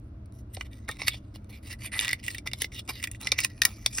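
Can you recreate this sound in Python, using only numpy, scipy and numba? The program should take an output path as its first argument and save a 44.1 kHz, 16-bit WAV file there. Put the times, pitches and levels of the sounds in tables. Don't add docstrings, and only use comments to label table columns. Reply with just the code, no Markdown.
import sys
import numpy as np
from scipy import signal
from scipy.fft import rfft, irfft
from scipy.io import wavfile
from numba import njit

SR = 44100
rng = np.random.default_rng(int(sys.argv[2]) if len(sys.argv) > 2 else 0)


def makeup_ratio(level_db):
    decades = np.asarray(level_db, float) / 20
    return 10 ** decades


def put_to_file(sound):
    columns = np.atleast_2d(sound).T
    safe = np.clip(columns, -1, 1)
    whole_steps = np.round(safe * 32767)
    wavfile.write(sys.argv[1], SR, whole_steps.astype(np.int16))


N = 176400

# f/Hz, density/dB per Hz
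RUMBLE = [(12, -62), (20, -23.5), (44, 2), (123, 5.5), (145, -19), (211, -3), (242, -14), (296, -7),
          (400, -26.5), (520, -61), (880, -120)]
AIR = [(240, 7), (400, -5), (512, -7), (666, -6), (753, -15), (1400, -16), (1760, -24), (16000, -48)]
RUMBLE_DB, AIR_DB, AIR_SIDE_DB = -44, -60, 0.5

# t/s, length/s, start level/dB, end level/dB, shell against treble/dB
SLIDES = [(0, 0.085, -90, -81, -10), (0.328, 0.08, -72, -63, -8), (0.531, 0.018, -55.5, -46, -7),
          (0.546, 0.079, -57, -49, 0.5), (0.644, 0.028, -58.5, -59, 4),
          (0.711, 0.26, -58.5, -83, 0.5), (0.883, 0.11, -35.5, -72, 3),
          (0.99, 0.09, -42.5, -50.5, 4.5), (1.055, 0.03, -48, -25.5, -5),
          (1.072, 0.019, -16, -42.5, 0), (1.094, 0.084, -50.5, -49.5, 0.5),
          (1.341, 0.025, -53.5, -50, 2), (1.493, 0.091, -48, -60, 0.5), (1.625, 0.11, -58.5, -37, -1),
          (1.787, 0.073, -56, -32, -0.5), (1.854, 0.033, -40, -55, 0), (1.918, 0.12, -45, -29, 3.5),
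          (2.004, 0.14, -40, -42.5, 2), (2.156, 0.093, -70, -57, 3.5),
          (2.23, 0.16, -44, -54.5, -1), (2.462, 0.0099, -32, -29.5, 0), (2.507, 0.082, -86, -49, -5.5),
               (2.602, 0.052, -32, -43.5, -2.5), (2.717, 0.083, -52, -38.5, 1), (2.882, 0.023, -39, -36, 2),
               (2.913, 0.13, -46.5, -50, 1), (3.023, 0.019, -46.5, -27.5, 1.5), (3.05, .11, -90, -55, -1.5),
               (3.201, 0.091, -49.5, -40.5, 1), (3.294, 0.17, -52, -50, 9), (3.379, 0.047, -30, -35.5, 1.5),
               (3.43, 0.017, -36.5, -23.5, -2), (3.459, 0.23, -63.5, -59, 2.5),
               (3.619, 0.15, -36.5, -58, 1), (3.714, .15, -63, -52, 0.5), (3.856, 0.045, -68, -59, -4.5),
               (3.897, 0.095, -52.5, -36.5, -5), (3.974, 0.02, -39, -58, 2)]
SLIDE_EDGE_S, LIFT_S = 0.012, 0.0028
REST_DB, REST_FROM_S = -76, 0.5
GRIT_PER_S, GRIT_SPREAD_DB, FLUTTER_DB = 8000, 3.0, 3
GRIND_DB, GRIND_THUD_DB, GRIND_SHELL_DB, GRIND_TREBLE_DB = -22.5, 9.5, -2, 1.5
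WANDER_DB, WANDER_PER_S = 5.5, 7

# t/s, peak level/dB, shell share/dB, treble share/dB
SNAGS = [(0.2575, -50.5, -6, 10), (0.5479, -26.5, -27, 6), (0.5673, -22, 1.5, -34),
         (0.609, -18.5, 7, -5), (0.7307, -36, 0.5, -1), (0.8885, -22.5, -14, 7.5),
         (0.9124, -23, -1, 5), (1.017, -14.5, 2.5, -38), (1.0714, -9, -4, -24.5), (1.0806, 0, 3, -5),
         (1.3572, -24.5, -16, -5), (1.9424, -18.5, -1, -11), (2.2383, -24, -6, 3),
         (2.2804, -12.5, 6, 0), (2.3031, -19.5, -6, 1), (2.3462, -17.5, -3, 1), (2.382, -18, -0.5, 0),
         (2.4722, -9, -2.5, -7), (2.5139, -28, 8, -5), (2.5332, -9.5, -3, -6), (2.6184, -6.5, -4.5, 3),
              (2.643, -12.5, 3, -22), (2.8765, -30, -1, 4), (2.8903, -16, -1, 0.5), (3.0385, -14, 4.5, 5.5),
              (3.0718, -24, 8.5, 6), (3.1135, -36.5, 5.5, 22), (3.27, -6.5, 2, -7), (3.3179, 5, -8.5, -10),
              (3.3877, -7, 9, -2), (3.4351, -26, 10, 13), (3.4462, -4, 3, 5.5), (3.6177, 2, -1.5, 0),
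              (3.651, 1.5, -1.5, 6.5), (3.8607, 3, -12, -5.5), (3.9828, -10, -1, -7.5)]
# t/s, peak level/dB, shell share/dB, treble share/dB
TICKS = [(0.3229, -46.5, -11, 4), (0.6595, -39.5, 1, -14), (0.878, -37, -16, -3), (0.9688, -38, 6, 2),
         (1.003, -28.5, 7, -21), (1.0315, -33, 5, -9), (1.1398, -37, 0, -3.5), (1.4442, -43.5, -8, 3),
         (1.8073, -43, 0, 2), (1.8196, -28, 3.5, 0), (2.199, -37, 0.5, -5), (2.264, -23, -5, 9),
         (2.719, -41, 15, 4), (2.7459, -33, -11, 12), (2.8054, -35, -10, -5), (2.862, -48, -9, -3),
         (3.0274, -37, 16, 21), (3.0451, -32.5, 2, 12), (3.1475, -40.5, 11, 4), (3.2131, -27, -8, 8),
         (3.2229, -37, 10, 16), (3.2466, -23.5, -10, -4), (3.4038, -18, 2, 11.5), (3.5783, -39, 3.5, -2),
         (3.6346, -13, -36, -3)]
# t/s, peak level/dB
TEETH = [(1.9817, -18), (1.9913, -4.5), (2, -9.5), (2.0098, -12), (2.0203, -22), (2.0334, -22),
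         (2.047, -12), (2.0531, -14.5), (2.0713, -22), (2.08, -10.5), (2.0912, -12), (2.111, -15),
         (2.1305, -6.5)]
CHIP_S, TOOTH_S, CHIP_RISE_S = 0.0022, 0.0005, 0.0006
SNAG_GAIN_DB, CHIP_SCATTER_DB = -13.5, 2.5

# f/Hz, level/dB, t60/s
THUD = [(540, -23, 0.0046), (1200, -14.5, 0.0014)]
SHELL = [(1850, -15.5, 0.02), (1971, 1, 0.025), (2320, -3, 0.018), (2800, -4.5, 0.014)]
BLADE = [(2926, -11, 0.012), (3658, -1.5, 0.01), (4170, -7, 0.011), (4750, 0, 0.0031), (5330, 0, 0.0027),
         (6030, -8.5, 0.0044)]
TREBLE = [(7000, -8.5, 0.0058), (7960, 1.5, 0.0011), (9400, -1.5, 0.0018), (10650, -10, 0.0019),
          (10240, -11.5, 0.001), (11800, -12, .003), (12240, -7, .003), (14400, -10.5, 0.0024),
          (15500, -9, .003)]
BEND_SHARES = [.05, .025, .03, .04]
BEND_PER_S = 4
LEAST_T60_S, GRIP_T60_S, BODY_CUT_HZ = 0.0055, 0.02, 1630
# t/s, lean/dB per octave
CONTACT = [(0, 0), (1.1, -7), (2.1, -5.5), (2.9, -1.5), (3.4, 8.5), (4, 20.5)]
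BLADE_MIDDLE_HZ = 4300

# t/s, peak level/dB, f/Hz, t60/s
KNOCKS = [(.572, -37.5, 766, 0.021), (.61, -33.5, 1390, 0.0051), (.889, -24, 1850, 0.049),
          (0.893, -33.5, 1265, 0.02), (0.895, -29, 413, 0.0071), (1.019, -38, 980, 0.0062),
          (1.08, -40.5, 1200, 0.03), (1.142, -41, 616, 0.0039), (1.358, -46.5, 702, 0.0052),
          (2.471, -42.5, 574, 0.0046), (2.535, -35, 950, 0.0031), (2.62, -38, 445, 0.0091),
          (2.645, -35.5, 428, 0.01), (3.04, -38.5, 1340, 0.0061), (3.321, -31, 540, 0.011),
          (3.324, -35, 1160, 0.025), (3.391, -40, 1200, 0.014), (3.447, -42.5, 1060, 0.026),
          (3.62, -46, 1450, 0.018), (3.653, -35, 1280, 0.0085), (3.679, -50, 770, 0.038),
          (3.704, -53, 900, 0.044), (3.782, -55, 1270, 0.018), (3.862, -37.5, 700, 0.011),
          (3.86, -32, 1060, 0.0096), (3.983, -30, 1560, 0.026)]
KNOCK_CRUMBLE_S = 0.0023

BOWL_T60_S, BOWL_DB, BOWL_SIDE_DB = 0.064, -15.5, 1.5
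# f/Hz, lead/rad
PORT_LEAD = [(1900, 0), (3050, 1.25), (3450, .15), (4900, .1), (6000, 1.1), (6800, 2.85), (8000, 3.45),
             (8900, 5.2), (10300, 6.28), (12000, 7.2), (12800, 9.1), (14200, 9.75), (15200, 11.4),
             (15900, 12.5)]
# f/Hz, level/dB
PORT_DB = [(1900, 0), (2750, -10), (3450, 4), (4200, -4), (4800, 0)]
TOP_HZ = 16400


def rms_one(x):
    return x / np.sqrt(np.mean(x ** 2) + 1e-20)


def drift(rate):
    r = np.exp(-64 * np.pi * rate / SR)
    slow = signal.lfilter([1], [1, -2 * r, r * r], rng.standard_normal(N // 32 + 1002))[1000:]
    return np.interp(np.arange(N) / 32, np.arange(len(slow)), rms_one(slow))


def coloured(spectrum):
    hz, db = np.transpose(spectrum)
    f = np.fft.rfftfreq(N, 1 / SR) + 1
    gain = makeup_ratio(np.interp(np.log(f), np.log(hz), db, -90, -90))
    return rms_one(irfft(rfft(rng.standard_normal(N)) * gain, N))


@njit
def ring(force, turn, r):
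    out = np.zeros(len(force))
    for i in range(2, len(force)):
        kept = 2 * r * np.cos(turn[i]) * out[i - 1] - r * r * out[i - 2]
        out[i] = np.sin(turn[i]) * force[i - 1] + kept + 1e-18
    return out


def mode(force, hz, t60):
    turn = 2 * np.pi * hz / SR * np.ones(len(force))
    return ring(force, turn, float(makeup_ratio(-60 / (t60 * SR))))


def bodies():
    return [(g, *m) for g, group in enumerate([THUD, SHELL, BLADE, TREBLE]) for m in group]


def rumble():
    return makeup_ratio(RUMBLE_DB) * coloured(RUMBLE)


def air():
    no_bass = signal.butter(4, 450, "high", fs=SR, output="sos")
    side = makeup_ratio(AIR_DB + AIR_SIDE_DB) * signal.sosfilt(no_bass, coloured(AIR))
    middle = makeup_ratio(AIR_DB) * coloured(AIR)
    return middle, side


def pressure():
    t, power = np.arange(N) / SR, np.zeros((3, N))
    for s, length, db0, db1, tilt_db in SLIDES:
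        near = slice(max(int((s - SLIDE_EDGE_S) * SR), 0), int((s + length + SLIDE_EDGE_S) * SR))
        inside = np.minimum(t[near] - s, s + length - t[near])
        edge = np.clip(inside / SLIDE_EDGE_S + 0.5, 0, 1)
        level = makeup_ratio(np.interp(t[near], [s, s + length], [db0, db1]))
        tilt = makeup_ratio(tilt_db * np.array([[1], [0], [-1]]))
        power[:, near] += (edge * level * tilt) ** 2
    fade = np.exp(-1 / (LIFT_S * SR))
    resting = makeup_ratio(2 * REST_DB) * (t > REST_FROM_S)
    return np.sqrt(signal.lfilter([1 - fade], [1, -fade], power) + resting)


def grinding():
    press = pressure()
    size = makeup_ratio(GRIT_SPREAD_DB * np.minimum(rng.exponential(1, N), 5))
    grains = size * (rng.random(N) < GRIT_PER_S / SR)
    grit = rms_one(grains * makeup_ratio(FLUTTER_DB * drift(rate=58)))
    pushes = grit * rng.standard_normal((3, N))
    shares = [GRIND_THUD_DB, GRIND_SHELL_DB, 0, GRIND_TREBLE_DB]
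    forces = []
    for k, (g, hz, db, t60) in enumerate(bodies()):
        gain = makeup_ratio(db + shares[g] + WANDER_DB * drift(WANDER_PER_S))
        forces.append(pushes[k % 3] * press[max(g - 1, 0)] * gain)
    return makeup_ratio(GRIND_DB) * np.array(forces)


def snags():
    chips = SNAGS
    rows = np.array(chips + TICKS + [(s, db, 0, 0) for s, db in TEETH])
    s, peak_db, shell_db, treble_db = rows.T
    crumble_s = np.where(np.arange(len(rows)) < len(chips), CHIP_S, TOOTH_S)[:, None, None]
    at, modes, lag = (s * SR).astype(int), bodies(), np.arange(400)
    shape = np.exp(-lag / (crumble_s * SR)) * np.tanh(lag / (CHIP_RISE_S * SR))
    burst = rng.standard_normal((len(rows), 3, len(lag))) * shape
    burst = burst / np.sqrt(np.sum(burst ** 2, axis=2, keepdims=True))
    shares = [shell_db, shell_db, 0 * s, treble_db]
    luck = rng.standard_normal((len(rows), len(modes)))
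    force = np.zeros((len(modes), N + len(lag)))
    for k, (g, hz, db, t60) in enumerate(modes):
        gain = makeup_ratio(peak_db + shares[g] + db + SNAG_GAIN_DB + CHIP_SCATTER_DB * luck[:, k])
        np.add.at(force[k], at[:, None] + lag, burst[:, k % 3] * gain[:, None])
    return force[:, :N]


def strike(forces):
    lean_db = np.interp(np.arange(N) / SR, *np.transpose(CONTACT))
    rung = []
    for k, (force, (g, hz, db, t60)) in enumerate(zip(forces, bodies())):
        if g == 2:
            force = force * makeup_ratio(lean_db * np.log2(hz / BLADE_MIDDLE_HZ))
        pitch = hz * (1 + BEND_SHARES[g] * drift(BEND_PER_S))
        rung.append(mode(force, pitch, np.clip(t60, LEAST_T60_S, GRIP_T60_S)) * (-1) ** k)
    cut = signal.butter(4, BODY_CUT_HZ, "high", fs=SR, output="sos")
    return sum(rung[:len(THUD)]) + signal.sosfilt(cut, sum(rung[len(THUD):]))


def knocks():
    out, lag = np.zeros(N + 3000), np.arange(3000)
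    crumbs = rng.standard_normal((len(KNOCKS), len(lag))) * np.exp(-lag / (KNOCK_CRUMBLE_S * SR))
    for (s, db, hz, t60), crumb in zip(KNOCKS, crumbs):
        push = np.convolve(crumb / np.linalg.norm(crumb), np.hanning(12) / 2)[:len(lag)]
        out[int(s * SR) + lag] += makeup_ratio(db) * mode(push, hz, np.clip(t60, 0.004, 0.05))
    return out[:N]


def bowl(x):
    t = np.arange(int(0.25 * SR)) / SR
    tail = rng.standard_normal((2, len(t))) * makeup_ratio(-60 * t / BOWL_T60_S) * (t > 0.003)
    tail = makeup_ratio(BOWL_DB) * tail / np.sqrt(np.sum(tail ** 2, axis=1, keepdims=True))
    return signal.fftconvolve(x[None], tail, axes=1)[:, :N]


def ports(x):
    f = np.fft.rfftfreq(N, 1 / SR)
    lead = np.interp(f, *np.transpose(PORT_LEAD))
    half = np.exp(0.5j * lead) * makeup_ratio(np.interp(f, *np.transpose(PORT_DB)) / 2)
    return irfft(rfft(x) * np.array([half, 1 / half]), N)


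def scene():
    knife = strike(grinding() + snags()) + knocks()
    tail, tail_side = bowl(knife)
    hiss, hiss_side = air()
    side = hiss_side + makeup_ratio(BOWL_SIDE_DB) * tail_side
    return ports(knife + tail + hiss) + side * np.array([[1], [-1]]) + rumble()


def low_pass(x):
    return signal.sosfilt(signal.butter(12, 17150, fs=SR, output="sos"), x)


def record(dry):
    top_cut = signal.cheby2(8, 30, TOP_HZ, fs=SR, output="sos")
    mix = signal.sosfilt(top_cut, dry)
    return low_pass(mix)


dry = scene()
out = record(dry)
put_to_file(out)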